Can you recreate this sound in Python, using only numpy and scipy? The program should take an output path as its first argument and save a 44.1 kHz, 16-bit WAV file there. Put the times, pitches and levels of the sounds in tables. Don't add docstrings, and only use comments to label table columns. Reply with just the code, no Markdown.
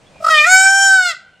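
import sys
import numpy as np
from scipy import signal
from scipy.fft import rfft, irfft
from scipy.io import wavfile

SR = 44100
rng = np.random.default_rng(int(sys.argv[2]) if len(sys.argv) > 2 else 0)


def generate_wav(sig):
    pcm = np.round(np.clip(np.atleast_2d(sig).T, -1, 1) * 32767).astype(np.int16)
    wavfile.write(sys.argv[1], SR, pcm)


N = 61739
TIME = np.arange(N) / SR


def syrinx(pitch_hz, roughness):
    jitter, jitter_hz, rasp_db, rasp_hz = .008, 120, -27, 137
    flutter_db, flutter_hz = 1.83, 26.5
    dispersion_rad = .7
    phase = 2 * np.pi * np.cumsum(pitch_hz * (1 + jitter * roughness * drift(jitter_hz))) / SR
    for k in range(1, 25):
        rasp = from_db(rasp_db) * roughness * np.sqrt(k) * (drift(rasp_hz) + 1j * drift(rasp_hz))
        flutter = from_db(flutter_db * min(k / 8, 2) * drift(flutter_hz))
        carrier = np.exp(1j * (k * phase - dispersion_rad * k * k))
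        yield k, k * pitch_hz, np.sqrt(2) * flutter * np.real((1 + rasp) * carrier)


def wail(voice):
    # (time [s], level [dB])
    fundamental = [(.445, -61), (.47, -22.5), (.53, -15.5), (.6, -18.5), (.85, -20), (.95, -23.5),
                   (1.04, -28), (1.095, -33), (1.14, -49)]
    octave = [(.441, -52.5), (0.468, -13.5), (.516, -9.5), (0.535, -4), (.56, -7), (.605, -12),
              (0.663, -8.5), (.72, -12.5), (.81, -12), (.9, -10.5), (.939, -6), (.975, -11.5), (1.0, -7),
              (1.031, -19), (1.06, -15), (1.11, -26.5), (1.145, -44)]
    third = [(.461, -39), (0.5, -18.5), (.555, -14), (.6, -23), (0.663, -20), (.719, -34), (.78, -31),
             (.91, -43), (.96, -34.5), (1.111, -23.5), (1.14, -47)]
    treble = [(.44, -68), (.47, -31.5), (.52, -18.5), (.6, -20), (.66, -22), (.73, -25), (.85, -21),
              (.92, -24.5), (1.0, -30), (1.09, -27.5), (1.117, -34), (1.14, -67)]
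    # (frequency [Hz], gain [dB])
    stretched_throat = [(3000, -12), (3130, -6), (3780, -8.5), (3930, -18.5), (4500, -6), (4690, -16.5),
                        (5300, -4.5), (5490, -0.5), (6000, -11.5), (6270, -4.5), (6800, -1), (7060, 2),
                        (7700, -0.5), (7850, -8), (8450, -4.5), (8620, -8.5), (9300, -15.5), (10200, -26),
                        (12000, -27.5), (15500, -43.5)]
    slack_throat = [(2800, 2.5), (3500, 0), (4300, 3), (5200, -0.5), (5900, -11), (6700, -10.5),
                    (7500, -5.5), (8400, -12), (9500, -24), (12000, -29.5), (15500, -35)]
    slacken_span_s = [.81, 1.16]
    slack = np.interp(TIME, slacken_span_s, [0, 1])
    low_gains = [envelope(rows) for rows in (fundamental, octave, third)]
    treble_gain = envelope(treble)
    out = 0
    for k, hz, wave in voice:
        throat_db = (1 - slack) * at_hz(stretched_throat, hz) + slack * at_hz(slack_throat, hz)
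        gain = low_gains[k - 1] if k <= len(low_gains) else treble_gain * from_db(throat_db)
        out += gain * wave
    return out


def low_note(voice):
    # (time [s], level [dB])
    level = [(.294, -26.5), (.302, -15), (.311, -10), (.325, -12.5), (.345, -13.5), (.368, -13.5),
             (.39, -15), (.43, -15), (.452, -18.5), (.475, -26), (.49, -57)]
    # (frequency [Hz], gain [dB])
    throat = [(600, -12.5), (1200, -3), (1290, 0), (1850, -2.5), (2450, -15.5), (3100, -17), (3700, -16),
              (4400, -18.5), (5100, -16.5), (5600, -23.5), (6000, -23), (7200, -23.5), (9000, -35),
              (11000, -39.5), (15000, -47)]
    # (time [s], centre [Hz], boost [dB], length [s])
    locks = [(0.341, 1865, 4.5, 0.038), (0.353, 3190, 16, 0.028), (0.389, 3680, 10.5, 0.026),
             (0.396, 3030, 9.5, .04), (0.411, 2393, 20, 0.097), (0.453, 1915, 6.5, 0.025)]
    lock_width_hz = 430
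    boosts = [(centre_hz, db * np.exp(-(2 * (TIME - time_s) / length_s) ** 4))
              for time_s, centre_hz, db, length_s in locks]
    out = 0
    for _, hz, wave in voice:
        boost_db = sum(db * np.exp(-((hz - centre_hz) / lock_width_hz) ** 2) for centre_hz, db in boosts)
        out += wave * from_db(at_hz(throat, hz) + boost_db)
    return out * envelope(level)


def stutters():
    # (time [s], fundamental [dB], overtones [dB])
    bursts = [(0.2102, -30.5, -45), (0.2294, -25.5, -33.5), (0.2495, -25, -10), (0.2688, -22, -7.5),
              (0.287, -24.5, -7.5)]
    # (frequency [Hz], gain [dB])
    throat = [(1200, -6), (1400, 5), (1900, -23), (2600, -33), (3900, -31), (5200, -23.5), (6400, -42),
              (8200, -31), (10000, -51.5), (15000, -55)]
    centre_hz, rise_hz_per_s, width_s = 652.3, 3000, .0042
    time_s, fundamental_db, overtone_db = np.transpose(bursts)
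    nearest = np.argmin(abs(TIME - time_s[:, None]), axis=0)
    offset_s = TIME - time_s[nearest]
    pitch_hz = centre_hz + rise_hz_per_s * np.clip(offset_s, -2 * width_s, 2 * width_s)
    out = 0
    for k, hz, wave in syrinx(pitch_hz, roughness=2.1):
        db = fundamental_db[nearest] if k == 1 else overtone_db[nearest] + at_hz(throat, hz)
        out += wave * from_db(db)
    return out * np.exp(-.5 * (offset_s / width_s) ** 2)


def throat_rasps():
    # (time [s], frequency [Hz], level [dB], length [s], half width [Hz])
    rasps = [(0.37, 3307, -27, .06, 158), (0.502, 7800, -27.5, 0.034, 446)]
    return sum(swell(*rasp) for rasp in rasps)


def hoarseness(pitch_hz):
    # (time [s], level [dB])
    level = [(.2, -62), (.235, -45), (.25, -46), (.29, -33), (.315, -41), (.42, -55), (.45, -36),
             (.485, -32), (.52, -44.5), (.62, -62), (.9, -64), (1.02, -54.5), (1.07, -49), (1.105, -41),
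             (1.14, -57)]
    # (frequency [Hz], relative density [dB])
    spectrum = [(900, -32.5), (1400, -5), (2600, 0), (4000, -6.5), (5200, 1), (6300, -7), (8000, -3.5),
                (10000, -12), (12500, -14), (15500, -24.5)]
    throb = 1 + np.cos(2 * np.pi * np.cumsum(pitch_hz) / SR)
    return envelope(level) * throb * coloured_noise(spectrum, side_db=-11)


def garden(call):
    # (frequency [Hz], band gain [dB], T60 [s])
    foliage = [(590, -18, 0.32), (1500, -15.5, 0.44), (2080, -7.5, 0.21), (3940, -11.5, 0.31),
               (8100, -12.5, .25), (10500, -13.5, .13), (14000, -13, 0.11)]
    far_tail = [(593, -40.5, 1.8), (1515, -36, 2), (3030, -30, 1.4), (7000, -50, .7), (14000, -54, .4)]
    echo_s, echo_db, echo_cutoff_hz = .5, -55.5, 2240
    dulled = low_pass(call, echo_cutoff_hz, order=4)
    echo = from_db(echo_db) * np.interp(TIME - echo_s, TIME, dulled)
    return reflections(call, foliage, onset_s=.0059) + reflections(call, far_tail, onset_s=.054) + echo


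def reflections(x, bands, onset_s):
    # (frequency [Hz], side level [dB])
    spread = [(700, -9), (1500, -21.5), (2300, -21.5), (4500, -22), (12000, -18)]
    t60_curve = np.array(bands)[:, ::2]
    edges_hz = np.geomspace(350, 16000, 16)
    response = 0
    for low_hz, high_hz in zip(edges_hz, edges_hz[1:]):
        hz = np.sqrt(low_hz * high_hz)
        build_up = 1 - np.exp(-(TIME / onset_s) ** 2)
        shape = build_up * from_db(-60 * TIME / at_hz(t60_curve, hz))
        band_pass = signal.butter(2, [low_hz, high_hz], "band", fs=SR, output="sos")
        noise = signal.sosfilt(band_pass, stereo_noise(at_hz(spread, hz)))
        response += noise * from_db(at_hz(bands, hz)) * shape / np.sqrt(np.sum(shape ** 2))
    return signal.fftconvolve(x[None], response, axes=1)[:, :N]


def knocks():
    # (time [s], level [dB], decay [s], centre [Hz])
    puffs = [(0.157, -33.5, .004, 680), (0.158, -43.5, .012, 195), (.53, -54, .019, 70),
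             (.672, -34.5, .0037, 1400)]
    out = 0
    for time_s, db, decay_s, hz in puffs:
        body = signal.butter(3, [hz * .75, hz / .75], "band", fs=SR, output="sos")
        noise = rng.standard_normal(N)
        puff = noise * (TIME > time_s) * np.exp(-abs(TIME - time_s) / decay_s)
        out += from_db(db) * signal.sosfilt(body, puff) / np.std(signal.sosfilt(body, noise))
    return out


def far_birds():
    # (time [s], frequency [Hz], level [dB], length [s])
    notes = [(0.078, 3400, -56, 0.025), (0.186, 2450, -53, 0.094), (1.368, 2880, -60, 0.081)]
    return sum(swell(*note, half_width_hz=70) for note in notes)


def air():
    # (frequency [Hz], relative density [dB])
    spectrum = [(25, -13), (65, -7), (110, -6), (200, -3.5), (270, -13), (600, -9), (1200, -18),
                (2600, -19.5), (4500, -26), (9000, -30.5), (11000, -46), (15000, -55)]
    # (time [s], level [dB])
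    level = [(0, -50.5), (.2, -46.5), (.55, -49), (.75, -55), (1.1, -56.5), (1.4, -58)]
    return from_db(in_time(level)) * coloured_noise(spectrum, side_db=-8.5)


def swell(time_s, hz, db, length_s, half_width_hz):
    waver = drift(half_width_hz) + 1j * drift(half_width_hz)
    tone = np.real(waver * np.exp(2j * np.pi * hz * TIME))
    return from_db(db) * tone * np.exp(-(2 * (TIME - time_s) / length_s) ** 2)


def coloured_noise(spectrum, side_db):
    colour = from_db(at_hz(spectrum, np.arange(N // 2 + 1) * SR / N))
    return unit_rms(irfft(rfft(stereo_noise(side_db)) * colour, N))


def stereo_noise(side_db):
    mid, side = rng.standard_normal((2, N))
    return mid + from_db(side_db) * side * np.array([[1], [-1]])


def drift(cutoff_hz):
    return unit_rms(low_pass(rng.standard_normal(N + SR), cutoff_hz)[SR:])


def envelope(rows):
    time_s, db = np.transpose(rows)
    return from_db(np.interp(TIME, time_s, db)) * (TIME > time_s[0]) * (TIME < time_s[-1])


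def in_time(rows):
    return np.interp(TIME, *np.transpose(rows))


def at_hz(rows, hz):
    rows = np.array(rows)
    return np.interp(np.log(hz + 1e-9), np.log(rows[:, 0]), rows[:, 1])


def low_pass(x, hz, order=2):
    return signal.sosfilt(signal.butter(order, hz, fs=SR, output="sos"), x)


def unit_rms(x):
    return x / np.sqrt(np.mean(x ** 2) + 1e-20)


def from_db(db):
    return 10 ** (np.asarray(db) / 20)


def scene():
    # (time [s], frequency [Hz])
    pitch = [(.295, 639), (.32, 636.2), (.35, 618), (.385, 602.4), (.425, 605), (.441, 606.2), (.457, 655),
             (.472, 698.6), (.488, 726), (.515, 748.4), (.56, 755.8), (.63, 767.7), (.72, 779.9),
             (.79, 783), (.85, 782.7), (.9, 774.1), (.95, 767), (1.0, 744), (1.05, 722), (1.085, 698.4),
             (1.11, 664.7), (1.14, 599)]
    # (time [s], amount [0-1])
    roughness = [(.3, 0.51), (.36, 0.52), (.42, 0.1), (.455, 0.6), (.485, 0.4), (.52, .1), (.75, 0.14),
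                 (.92, 0), (1.04, 0.1), (1.12, 0.6)]
    pitch_hz = in_time(pitch)
    voice = list(syrinx(pitch_hz, in_time(roughness)))
    call = stutters() + low_note(voice) + wail(voice) + throat_rasps()
    return call + hoarseness(pitch_hz) + garden(call) + knocks() + far_birds() + air()


def record(dry):
    ceiling, cutoff_hz = 1.1, 15700
    rounded = dry / (1 + (dry / ceiling) ** 16) ** (1 / 16)
    return signal.sosfilt(signal.ellip(10, .1, 70, cutoff_hz, fs=SR, output="sos"), rounded)


dry = scene()
out = record(dry)
generate_wav(out)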